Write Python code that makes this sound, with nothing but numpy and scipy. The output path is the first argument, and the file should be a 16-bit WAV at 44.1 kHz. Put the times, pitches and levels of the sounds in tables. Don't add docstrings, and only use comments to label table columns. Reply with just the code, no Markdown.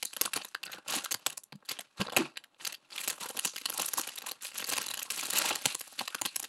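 import sys
import numpy as np
from scipy import signal
from scipy.fft import rfft, irfft
from scipy.io import wavfile
from scipy.ndimage import uniform_filter1d

SR = 44100
rng = np.random.default_rng(int(sys.argv[2]) if len(sys.argv) > 2 else 0)


def waveform_to_disk(signal):
    frames = np.transpose(np.atleast_2d(signal))
    scaled = np.clip(frames, -1, 1) * 32767
    samples = np.round(scaled).astype(np.int16)
    wavfile.write(sys.argv[1], SR, samples)


def boost(x):
    u = np.asarray(x, float) / 20
    return 10 ** u


N = 285768

# (frequency [Hz], density [dB per Hz])
FAN_SPECTRUM = [(30, 14), (70, 2), (130, 2), (260, 0), (420, -14), (4100, -23), (5600, -33), (16000, -36)]
# (frequency [Hz], t60 [s])
ROOM_T60 = [(150, 0.093), (13000, 0.1)]
# (frequency [Hz], gain [dB])
MIC_RESPONSE = [(45, -35.5), (110, -21), (1050, -1.5), (1400, -1.5), (2200, -5.5), (2650, 1.5),
                (3300, -1.5), (4100, 3), (5100, -1.5), (8100, 2.5), (8800, -1), (9600, 2.5), (11900, 3),
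                (13300, -15), (15900, -6), (16700, -54)]
# (frequency [Hz], gain [dB])
SOFT_TOP_RESPONSE = [(11000, 0), (12800, -10), (16000, -19)]
# (time [s], peak [dB], pitch [Hz], t60 [s])
TABLE_BUMPS = [(0.959, -19.5, 235, 0.052), (1.524, -25.5, 169, 0.092), (1.551, -25, 173, 0.053),
               (1.997, -2.5, 171, 0.065), (2.01, -15.5, 381, 0.032), (2.163, -18, 310, 0.15),
               (2.186, -14.5, 290.6, 0.2), (2.197, -22.5, 185, 0.21), (3.451, -17, 195, 0.02),
               (5.511, -33, 299, 0.15), (5.658, -10.5, 179, 0.012), (6.252, -17, 186, 0.015)]
# (time [s], length [s], level [dB], pitch [Hz])
HUMMING_HOLLOWS = [(0.053, 0.012, -51.5, 4170), (0.383, 0.034, -59, 2750), (.655, .12, -55, 1530),
                   (1.007, 0.066, -55.5, 1500), (2.17, 0.064, -57.5, 3630), (1.966, .03, -67, 4000),
                   (2.17, 0.097, -62, 4550), (2.178, 0.074, -52, 2510), (3.207, 0.054, -48, 960),
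                   (3.464, 0.031, -48, 6240), (3.74, 0.057, -51, 920), (3.973, 0.021, -51, 980),
                   (4.232, 0.044, -55, 1070), (5.048, 0.012, -51, 1080), (5.342, .17, -46, 854),
                   (6.109, 0.088, -57, 1450), (6.257, 0.046, -54, 2570), (6.257, 0.025, -53.5, 4200)]
# (time [s], peak [dB], pitch [Hz])
RINGING_PANELS = [(0.55, -20, 1550), (0.638, -25.5, 2550), (1.06, -27.5, 1360), (1.436, -51, 3700),
                  (1.656, -57, 2410), (0.277, -30, 1190), (2.014, -17, 2650), (2.1648, -19, 2510),
                  (2.172, -15, 4540), (2.22, -29, 1480), (2.546, -51, 3100), (3.18, -38.5, 1190),
                  (3.72, -35, 4220), (3.798, -40, 790), (3.982, -21.5, 1020), (4.241, -40, 1240),
                  (4.27, -30.5, 960), (5.51, -23, 750), (6.012, -26.5, 796), (6.08, -27, 1270),
                  (6.147, -19, 1470), (6.26, -30, 4100), (6.26, -44, 2650)]
# (frequency [Hz], density [dB per Hz])
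RUSTLE_SPECTRUM = [(150, 26), (400, 14.5), (1000, 9), (2600, 2), (5000, -11.5), (12000, -28)]
# (time [s], rustle [dB], brightness [dB per octave])
GRIP_STIR = [(0.001, -67, 9.5), (.42, -59.5, 7), (.55, -73, 6.5), (0.681, -54.5, -8.5), (.83, -78.5, -12),
             (1.07, -61.5, 6.5), (1.3, -67, 2.5), (1.55, -78.5, -13), (1.8, -60.5, 2), (1.9, -74, 4.5),
             (2.278, -63.5, -8), (2.52, -75, -6.5), (2.85, -69, 2), (3.1, -64, 12.5), (4.1, -54.5, 6),
             (4.38, -68.5, 2), (5.3, -59.5, 13.5), (6.478, -63, 6.5)]
# (time [s], hold [s], rustle [dB], brightness [dB per octave])
FILM_SQUEEZES = [(0.208, 0.055, -52.5, 4.5), (0.356, 0.0042, -44.5, 3.5), (0.702, 0.013, -41.5, 3.5),
                 (0.892, 0.079, -40, 5.5), (1.289, 0.031, -52.5, 5), (1.691, 0.008, -43.5, 5),
                 (2, 0.014, -43, 2.5), (2.172, 0.042, -37.5, 0.5), (2.59, 0.12, -55.5, 6.5),
                 (2.928, 0.22, -53, 6.5), (3.216, 0.015, -45.5, 4.5), (3.383, 0.091, -51.5, 8),
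                 (3.762, 0.1, -47.5, 8), (3.972, 0.022, -43.5, 6), (4.262, 0.038, -53, 6.5),
                 (4.427, 0.033, -49.5, 9.5), (4.553, 0.057, -48.5, 7.5), (4.672, 0.17, -48, 7),
                 (4.883, 0.14, -54.5, 4.5), (5.112, 0.18, -49, 8), (5.333, 0.14, -40.5, 6),
                 (5.478, 0.09, -46.5, 4.5), (5.652, 0.051, -45, 8), (5.993, 0.009, -46.5, 7.5),
                 (6.249, 0.018, -52, 8)]
# (time [s], 1.5-5 kHz level [dB], low part [dB relative], high part [dB relative])
SINGLE_CRACKS = [(0.0268, -18, -11.5, -11), (0.0511, -31.5, -7, 5), (0.132, -30.5, -9.5, -8),
                 (0.1654, -23, -8.5, -10), (0.2124, -15, -3.5, -1), (0.2762, -47, -7, -12),
                 (0.334, -17.5, -39, -9.5), (0.416, -28, -6.5, -38), (0.4473, -29.5, -5, -7),
                 (0.5466, -24.5, -10, -17), (0.6312, -25, -49, -14), (0.7172, -35.5, -33.5, -4.5),
                 (0.7828, -41, 9, -13), (1.0439, -29, -30, -1), (1.0567, -25, -32, -13),
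                 (1.1423, -19, -5, -10), (1.3, -30, -30, -6.5), (1.3254, -47, -2, 4),
                 (1.3745, -34, -3.5, 3.5), (1.4354, -60, -27, 17.5), (1.5229, -32.5, -0.5, -24),
                 (1.6252, -72, 28, -10), (1.7891, -24.5, -5, -11), (1.8062, -30.5, -39.5, -9.5),
                 (2.066, -28.5, 2.5, -31), (2.0823, -41, 19, -38), (2.3713, -21.5, -33, -19.5),
                 (2.439, -35, -38, -17.5), (2.6497, -20.5, -42, -12), (2.724, -29, -11, -7.5),
                 (2.9602, -28, -38, -13), (3.0762, -20.5, -3.5, -2.5), (3.1006, -22, -30, -3.5),
                  (3.2578, -31.5, 5, -6), (3.3687, -25.5, 0, -6.5), (3.391, -19.5, -34, -6),
                  (3.449, -16.5, -8, -4.5), (3.561, -23, -10, -13), (3.5796, -24.5, -33, -12),
                  (3.6138, -31, -5.5, -11), (3.656, -16, -12.5, -11.5), (3.698, -28, 0, -1),
                  (3.7756, -28.5, -27, 1), (3.8169, -24.5, -3.5, 1), (3.8295, -44, -22, -6),
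                  (3.8586, -34, -14, 7.5), (3.9348, -25, -5, 0.5), (3.993, -29.5, 5.5, 1),
                  (4.0711, -27.5, -5, -5), (4.089, -26.5, -27, -12.5), (4.219, -31, -7, -11.5),
                  (4.3135, -26, -5, -4.5), (4.4207, -46, -28, 7.5), (4.4438, -43, -27, 7),
                  (4.623, -23.5, -4.5, -24), (4.6426, -22.5, -13, -12.5), (4.6893, -28.5, 2, -1),
                  (4.7564, -32, -28, -6), (4.779, -17, -3.5, -8.5), (4.863, -28, -5.5, -3),
                 (4.8835, -25.5, -14, -7), (4.9384, -22.5, -25, -9), (4.9724, -27, -5.5, -7),
                  (5.0265, -32.5, -34, 4), (5.1176, -45, -6, 13), (5.1921, -22, -33, -10),
                  (5.302, -23, -19, -1), (5.3835, -20.5, -26, 2.5), (5.414, -28.5, 8, -23),
                  (5.478, -23, -10, -24), (5.554, -20, -8, -7), (5.656, -10, -6.5, -6.5),
                  (5.7473, -25.5, -2.5, -0.5), (5.7938, -44, -17, 8), (5.8087, -27.5, -7.5, -5.5),
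                  (5.8734, -51.5, 11, 8), (5.9255, -47.5, 9.5, -1), (5.991, -18, -34, -14.5),
                  (6.0766, -21, -18, -14), (6.103, -36, -12, -15), (6.1467, -22.5, -1.5, -8.5),
                  (6.183, -34, -19, -27), (6.2142, -22.5, 0.5, -0.5), (6.3596, -24, -8, 1.5),
                  (6.3964, -30, -7, 0.5), (6.427, -37.5, 2, 5.5)]
FOLD_CRUNCHES = [(0.231, -59, -17, -9), (0.2529, -20.5, -1.5, -5.5), (0.3608, -19.5, 1, -6),
                 (0.653, -44.5, -34, 5.5), (0.6627, -27.5, -29, -28), (0.6964, -44, 10, -16),
                 (0.73, -25.5, -38, -18), (0.9006, -34, 3, 5), (0.919, -36, 1, -3), (0.95, -26, -5, 1),
                 (0.975, -28, -2.5, -8), (1.1161, -19, -8, -2.5), (1.2634, -15, -5.5, -6.5),
                 (1.651, -45, -14.5, -7.5), (1.6886, -20, -42, -12.5), (1.711, -20.5, -12, -10),
                 (2.0017, -25, 2, -14.5), (2.0121, -20.5, -0.5, -14.5), (2.1217, -28.5, 5.5, -15),
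                 (2.1651, -6.5, -3, -12), (2.197, -25, -6, -32), (2.606, -32.5, -8.5, -29),
                 (2.6675, -21.5, -14, -15), (2.6881, -50, -25, -17), (2.7406, -28, -30, -17),
                 (2.92, -30.5, -32, -28), (2.9796, -19, -33, -17.5), (3.002, -25.5, -20, -6),
                    (3.036, -26, -32, -7), (3.2045, -36.5, -14, -1), (3.2253, -37, -16, -1),
                    (3.2975, -36.5, 8.5, 0), (3.347, -54.5, 24, -11), (3.4722, -24.5, -13, -15),
                    (3.741, -39.5, 6, 4), (3.7968, -22.5, 1.5, -6), (3.8828, -28.5, -8, 0.5),
                    (3.9738, -29.5, 2.5, 6.5), (4.032, -42, -26, -14), (4.175, -27.5, -32, -14),
                    (4.263, -26.5, -21, -5), (4.2852, -26.5, -12.5, -8.5), (4.451, -26.5, -43, -10),
                    (4.5768, -47, -37, 17), (4.6, -23.5, -19, -12), (4.667, -33.5, -11, 0),
                    (4.714, -27, -2, -9), (4.7308, -23.5, -6, -5), (4.811, -37, -15, 0.5),
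                    (4.903, -22, -11, -10), (4.992, -25.5, -15, -5.5),
                 (5.104, -33.5, 1, 2), (5.1739, -29, -3.5, -3), (5.229, -26.5, -0.5, -6),
                    (5.2517, -25, -7, -6.5), (5.3308, -21.5, -4, -5), (5.3558, -17.5, -8, -8),
                    (5.451, -27, 4, -4), (5.4835, -25, -29, -2.5), (5.5046, -16.5, -1, -22),
                    (5.6135, -30.5, -6, -9), (5.702, -44, -20, -21), (6.0083, -24, 2, -14),
                    (6.2525, -15.5, -9, -10.5), (6.4414, -25.5, -9, -10.5)]
FURTHER_CRACKS = [
    (2.0972, -30, -3, -21),
    (3.2876, -35, -10, 1.5),
    (4.011, -33.5, -13, 5.5),
    (4.1565, -38.5, -8, 2.5),
    (6.3444, -56, -22, -1),
]
SMALL_SNICKS = [(0.2347, -33, -6, -3), (0.3722, -24, -23, -23), (0.4032, -48, 13, -10),
                (0.4336, -52, -9, 4), (0.7425, -45, 9, -2), (0.861, -46, 8, -31),
                (0.8797, -29, -13.0, -3.5), (0.9352, -27.5, 5, -4), (1.0382, -39.5, 6, 0),
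                (1.1098, -26, -28, -3), (1.2655, -29, 3, -1.5), (1.3713, -49, -9, 7),
                (1.5551, -53, -16, -6), (2.1224, -34.0, -7, -8.5), (2.1807, -22.5, -7, -9),
                (2.3581, -39, -13, -43), (2.5992, -39.5, -5.5, -24), (2.6712, -31, -5, 3.5),
                (2.9034, -39.5, -14, -14), (2.9908, -40, -7, -18), (3.0833, -28, -26, -1),
                (3.0956, -24, -12, -9), (3.1079, -29, -0.5, -7), (3.1814, -41.5, 4, -8),
                (3.231, -30.5, -4, -4.5), (3.3787, -33, 0, -15), (3.456, -32, -25, 3),
                (3.688, -30, -4, -15), (3.7228, -32.5, -1, -8.0), (3.7355, -36.5, -6, 3),
                  (3.7859, -42, 16, -12), (3.81, -26.5, -17, -18), (3.8776, -36, -11, 0),
                  (4.1825, -28.5, -11, -4.5), (4.4296, -52, -13, 12), (4.449, -27.5, -12, -21),
                  (4.5158, -35, -11, -16), (4.5432, -37.5, -5, -4), (4.5812, -27.5, -25.0, -4),
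                  (4.697, -28, -20, 1), (4.7218, -21, -3, -6), (4.7345, -19, -9, -22),
                  (4.7661, -22, -6, -6), (4.814, -24, -13, -7), (5.0174, -26, -9, -16),
                  (5.078, -51, 10, -14), (5.103, -19.5, -30, -7), (5.1141, -36.5, 8, -11),
                  (5.158, -36, -9, 2), (5.1855, -27, -13, -15), (5.208, -34, -22, 4), (5.265, -33, -13, -1),
                  (5.2833, -44.5, 14, -7), (5.34, -33, -13, -13), (5.3713, -16, -18, -9),
                  (5.3786, -20, -16, -16), (5.3848, -29, -2, -1), (5.417, -18.5, -10, -9.5),
                  (5.4566, -21, -9, -5.0), (5.4879, -17.5, -12, -10), (5.645, -34, -2, -8),
                  (5.668, -51, -12.0, 4)]
MORE_SNICKS = [(0.1064, -74, -4, 0), (0.484, -51, -21, 4.5), (1.1937, -53, 4, -3), (1.6038, -64, 0, -18),
               (1.7667, -36, -13, -31), (1.97, -58, -5, 0), (2.544, -65, -16, -25.5), (2.564, -58, 3, -21),
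               (2.698, -33, -22, -22), (2.8486, -55, -11.5, -20), (3.159, -50, -8, -1),
               (3.2414, -36, 0, -4), (3.303, -32, -5, -14), (3.5358, -40, 1, -14), (4.0337, -29, -19, -15),
               (4.2378, -47, 10.5, -15), (5.0508, -37, -1, -11), (5.1374, -42, -12, -5),
               (5.5754, -41, 4, -4), (6.45, -32.5, -26, -21)]

ECHO_DELAY_S = .00375


def at_hz(points, hz):
    p = np.array(points, float)
    return np.interp(np.log(hz), np.log(p[:, 0]), p[:, 1])


def rms_one(x):
    return x / np.sqrt(np.mean(x ** 2) + 1e-20)


def coloured(x, points):
    hz = np.maximum(np.fft.rfftfreq(len(x), 1 / SR), 1)
    cepstrum = irfft(np.log(boost(at_hz(points, hz))), len(x))
    cepstrum[1:len(x) // 2] *= 2
    cepstrum[len(x) // 2 + 1:] = 0
    return irfft(rfft(x) * np.exp(rfft(cepstrum)), len(x))


def bandpass(x, low_hz, high_hz):
    sos = signal.butter(2, [low_hz, high_hz], "band", fs=SR, output="sos")
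    return signal.sosfilt(sos, x)


def add(out, at_s, waves):
    at = np.round(np.asarray(at_s) * SR).astype(int)[:, None] + np.arange(waves.shape[1])
    inside = at < N
    np.add.at(out, at[inside], waves[inside])


def fan():
    level_db = -66.0
    return boost(level_db) * rms_one(coloured(rng.standard_normal(N), FAN_SPECTRUM))


def room(x):
    room_db, table_db, table_t60_s = -18, 8.5, 0.004
    start_s, rise_s = .005, .003
    t, tail = np.arange(SR // 2) / SR, 0
    edges_hz = 100 * 2 ** np.arange(0, 7.4, .5)
    for low_hz, high_hz in zip(edges_hz, edges_hz[1:]):
        band = bandpass(rng.standard_normal(len(t)), low_hz, high_hz)
        walls = boost(-60 * t / at_hz(ROOM_T60, np.sqrt(low_hz * high_hz)))
        table_top = boost(table_db - 60 * t / table_t60_s)
        tail = tail + band * (walls + table_top)
    tail = tail * np.clip((t - start_s) / rise_s, 0, 1)
    tail = tail / np.sqrt(np.sum(tail ** 2))
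    return boost(room_db) * signal.fftconvolve(coloured(x, SOFT_TOP_RESPONSE), tail)[:N]


def bumps():
    spread_octaves, roll_s, rise_s = 0.8, 0.00983, .005
    s, peak_db, hz, t60_s = np.transpose(TABLE_BUMPS)[:, :, None, None]
    out, t = np.zeros(N), np.arange(SR // 4) / SR
    u = rng.random((len(TABLE_BUMPS), 7, 2))
    pitch_hz = hz * 2 ** (spread_octaves * (u[..., :1] - .5))
    age = np.maximum(t - roll_s * u[..., 1:] ** 2, 0)
    modes = np.sin(2 * np.pi * pitch_hz * age) * boost(-60 * age / np.clip(t60_s, .02, .17))
    rise = 1 - np.exp(-t / rise_s)
    add(out, s[:, 0, 0], boost(peak_db[:, 0] - 6) * rise * modes.sum(1))
    return out


def hollows():
    q, fade_db_per_s, flicker_db, rise_s, grain_chance = 5, 350, 4, .006, .08
    out, t = np.zeros(N), np.arange(SR // 3) / SR
    half = 1 + .5 / q
    for s, length_s, level_db, hz in HUMMING_HOLLOWS:
        grains = rng.standard_normal(len(t)) * (rng.random(len(t)) < grain_chance)
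        knots = t[::350]
        flicker = np.interp(t, knots, rng.standard_normal(len(knots)))
        hum = rms_one(bandpass(grains, hz / half, hz * half))
        fade_db = fade_db_per_s * np.maximum(t - length_s, 0)
        shape = np.minimum(t / rise_s, 1) * boost(flicker_db * flicker - fade_db)
        add(out, [s], (boost(level_db) * shape * hum)[None])
    return out


def panels():
    t60_cycles, pitch_spread = 22, .06
    s, peak_db, hz = np.transpose(RINGING_PANELS)[:, :, None, None]
    out, t = np.zeros(N), np.arange(SR // 20) / SR
    pitch_hz = hz * (1 + pitch_spread * rng.standard_normal((len(RINGING_PANELS), 3, 1)))
    modes = np.sin(2 * np.pi * pitch_hz * t) * np.exp(-np.log(1000) * t * hz / t60_cycles)
    add(out, s[:, 0, 0], boost(peak_db[:, 0]) * modes.mean(axis=1))
    return out


def handling():
    tighten_db_per_s, slacken_db_per_s = 796, 269
    t = np.arange(0, N / SR + .002, .001)
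    at_s, grip_db, grip_tilt_db = np.transpose(GRIP_STIR)
    s, hold_s, top_db, tilt_db = np.transpose(FILM_SQUEEZES)[:, :, None]
    before_db = tighten_db_per_s * np.maximum(s - t, 0)
    after_db = slacken_db_per_s * np.maximum(t - s - hold_s, 0)
    squeeze = boost(top_db - before_db - after_db) ** 2
    grip = boost(np.interp(t, at_s, grip_db)) ** 2
    total = squeeze.sum(0) + grip
    tilt = (squeeze * tilt_db).sum(0) + grip * np.interp(t, at_s, grip_tilt_db)
    return t, 10 * np.log10(total), tilt / total


def rustle():
    clicks_per_s, size_db, clump_db, patch_db, t60_cycles, resonances = 5000, 3.5, 3, 4.0, 6.5, 24
    s, level_db, tilt_db = handling()
    t, knots = np.arange(N) / SR, np.arange(0, 7, .006)
    clumps = np.interp(t, knots, rng.standard_normal(len(knots)))
    sizes_db = size_db * np.minimum(rng.exponential(1, N), 4) + clump_db * clumps
    sizes = boost(sizes_db) * rng.choice([-1, 1], N)
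    clicks = sizes * (rng.random(N) < clicks_per_s / SR)
    dealt = rng.integers(0, resonances, N)
    lag, out, slow_knots = round(ECHO_DELAY_S * SR), 0, knots[::8]
    for k, hz in enumerate(np.geomspace(150, 15500, resonances)):
        r, w = boost(-60 * hz / (t60_cycles * SR)), 2 * np.pi * hz / SR
        both = (dealt == k) * clicks
        echo_dealt = (dealt + 3) % resonances == k
        both[lag:] += echo_dealt[:-lag] * clicks[:-lag]
        band = rms_one(signal.lfilter([1, 0, -1], [1, -2 * r * np.cos(w), r * r], both + 1e-18))
        patch = np.interp(t, slow_knots, rng.standard_normal(len(slow_knots)))
        bright_db = np.interp(t, s, tilt_db) * np.log2(max(hz, 700) / 3000)
        colour_db = at_hz(RUSTLE_SPECTRUM, hz) + bright_db + patch_db * patch
        out = out + band * boost(colour_db) * np.sqrt(hz)
    out = coloured(out, SOFT_TOP_RESPONSE)
    even = out / np.sqrt(uniform_filter1d(out ** 2, size=SR // 10))
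    return boost(np.interp(t, s, level_db)) * even


def crease_kicks(run_ms, mid_db, kick_db, lead_s):
    creak_db, run_loss_db, creaks = -24, 4, 2
    kick_s = rng.random((len(run_ms), 7)) * np.clip(run_ms, .3, 26)[:, None] / 1000
    kick_s -= kick_s[:, creaks:].min(axis=1, keepdims=True)
    late = np.abs(kick_s) / np.abs(kick_s).max(axis=1, keepdims=True)
    kick_s *= np.sqrt(late)
    kick = boost(kick_db * rng.standard_normal(kick_s.shape) - run_loss_db * late)
    kick_s += lead_s
    kick_s[:, :creaks] = lead_s * rng.random((len(run_ms), creaks))
    kick[:, :creaks] *= boost(creak_db - np.maximum(mid_db + 20, 0))[:, None]
    return kick_s, kick


def break_front(g, hz, rate, direct, echo):
    front_db, damping_ratio = -6, 2
    t = np.arange(256).astype(np.float32) / np.float32(SR)
    sign = np.sign(g[..., :1] + g[:, :1, 1:])
    front = (sign * np.sin(2 * np.pi * hz * t) * np.exp(-damping_ratio * rate * t)).sum(1)
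    run_energy = (direct ** 2 + echo ** 2).sum(1)
    return boost(front_db) * front * np.sqrt(run_energy / (front ** 2).sum(1) / 2)[:, None]


def snaps(cracks, crunches, kick_db):
    crack_ms, crunch_ms, run_spread_db, lead_s = 1.212, 12, 3.0, .007
    t60_cycles, least_t60_s, mode_spread_db, onset_cycles = 6, .006, 5.5, .6
    treble_ring, treble_spread = .8, .45
    direct_dull_db, echo_db = -4.5, 0.0
    s, mid_db, low_db, high_db = np.transpose(cracks + crunches)
    run_ms = np.repeat([crack_ms, crunch_ms], [len(cracks), len(crunches)])
    run_ms = run_ms * boost(run_spread_db * rng.standard_normal(len(s)))
    kick_s, kick = crease_kicks(run_ms, mid_db, kick_db, lead_s)
    out, t, count = np.zeros(N), np.arange(1792) / SR, 18
    lead = round(lead_s * SR)
    # (low edge Hz, high edge Hz, dB relative to mid)
    parts = ((105.0, 470, low_db - 10.0), (402, 1578, low_db - 11.5), (1598, 4885, -14.5),
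             (4930, 12530, high_db - 8.5), (11550, 15340, high_db - 15.0))
    for low_hz, high_hz, rel_db in parts:
        u, g = rng.random((len(s), count)), rng.standard_normal((len(s), count, 2))
        hz = (low_hz * (high_hz / low_hz) ** ((np.arange(count) + u) / count))[..., None]
        owner = rng.permutation(count) % kick_s.shape[1]
        age = np.maximum(t - kick_s[:, owner, None], 0).astype(np.float32)
        treble = low_hz > 4000
        t60_s = least_t60_s * treble_ring ** treble + t60_cycles / hz
        spread_db = mode_spread_db * treble_spread ** treble
        rate = (np.log(1000) / t60_s).astype(np.float32)
        swing_up = -np.expm1(-age * (hz / onset_cycles).astype(np.float32))
        modes = np.sin((2 * np.pi * hz).astype(np.float32) * age) * np.exp(-rate * age) * swing_up
        direct, echo = (np.einsum("em,emt->et", kick[:, owner] * boost(spread_db * g[..., k]), modes)
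                        for k in (0, 1))
        front = break_front(g, hz, rate, direct, echo)
        for path in direct, echo:
            path[:, lead:lead + front.shape[1]] += front
        direct, echo = boost(direct_dull_db * treble) * direct, boost(echo_db) * echo
        energy = ((direct ** 2 + echo ** 2).sum(1) / (.008 * SR))[:, None]
        gain = boost(mid_db + rel_db)[:, None] / np.sqrt(energy)
        add(out, s - lead_s, gain * direct)
        add(out, s - lead_s + ECHO_DELAY_S, gain * echo)
    return out


def scene():
    cracks = SINGLE_CRACKS + FURTHER_CRACKS
    crunches = FOLD_CRUNCHES
    small = SMALL_SNICKS + MORE_SNICKS + [(2.143, -39, 7.8, -12)]
    near = snaps(cracks, crunches, kick_db=5.1) + boost(5.0) * rustle()
    near = near + bumps() + panels()
    air = fan()
    near = near + snaps(small, [], kick_db=6.7) + hollows()
    return (near + room(near) + air)[None]


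def top_cut(x):
    return signal.sosfilt(signal.butter(12, 16970, fs=SR, output="sos"), x)


def record(dry):
    rounded = 0.52 * np.tanh(dry[0] / 0.42)
    heard = coloured(rounded, MIC_RESPONSE)[None]
    return top_cut(heard)


dry = scene()
out = record(dry)
waveform_to_disk(out)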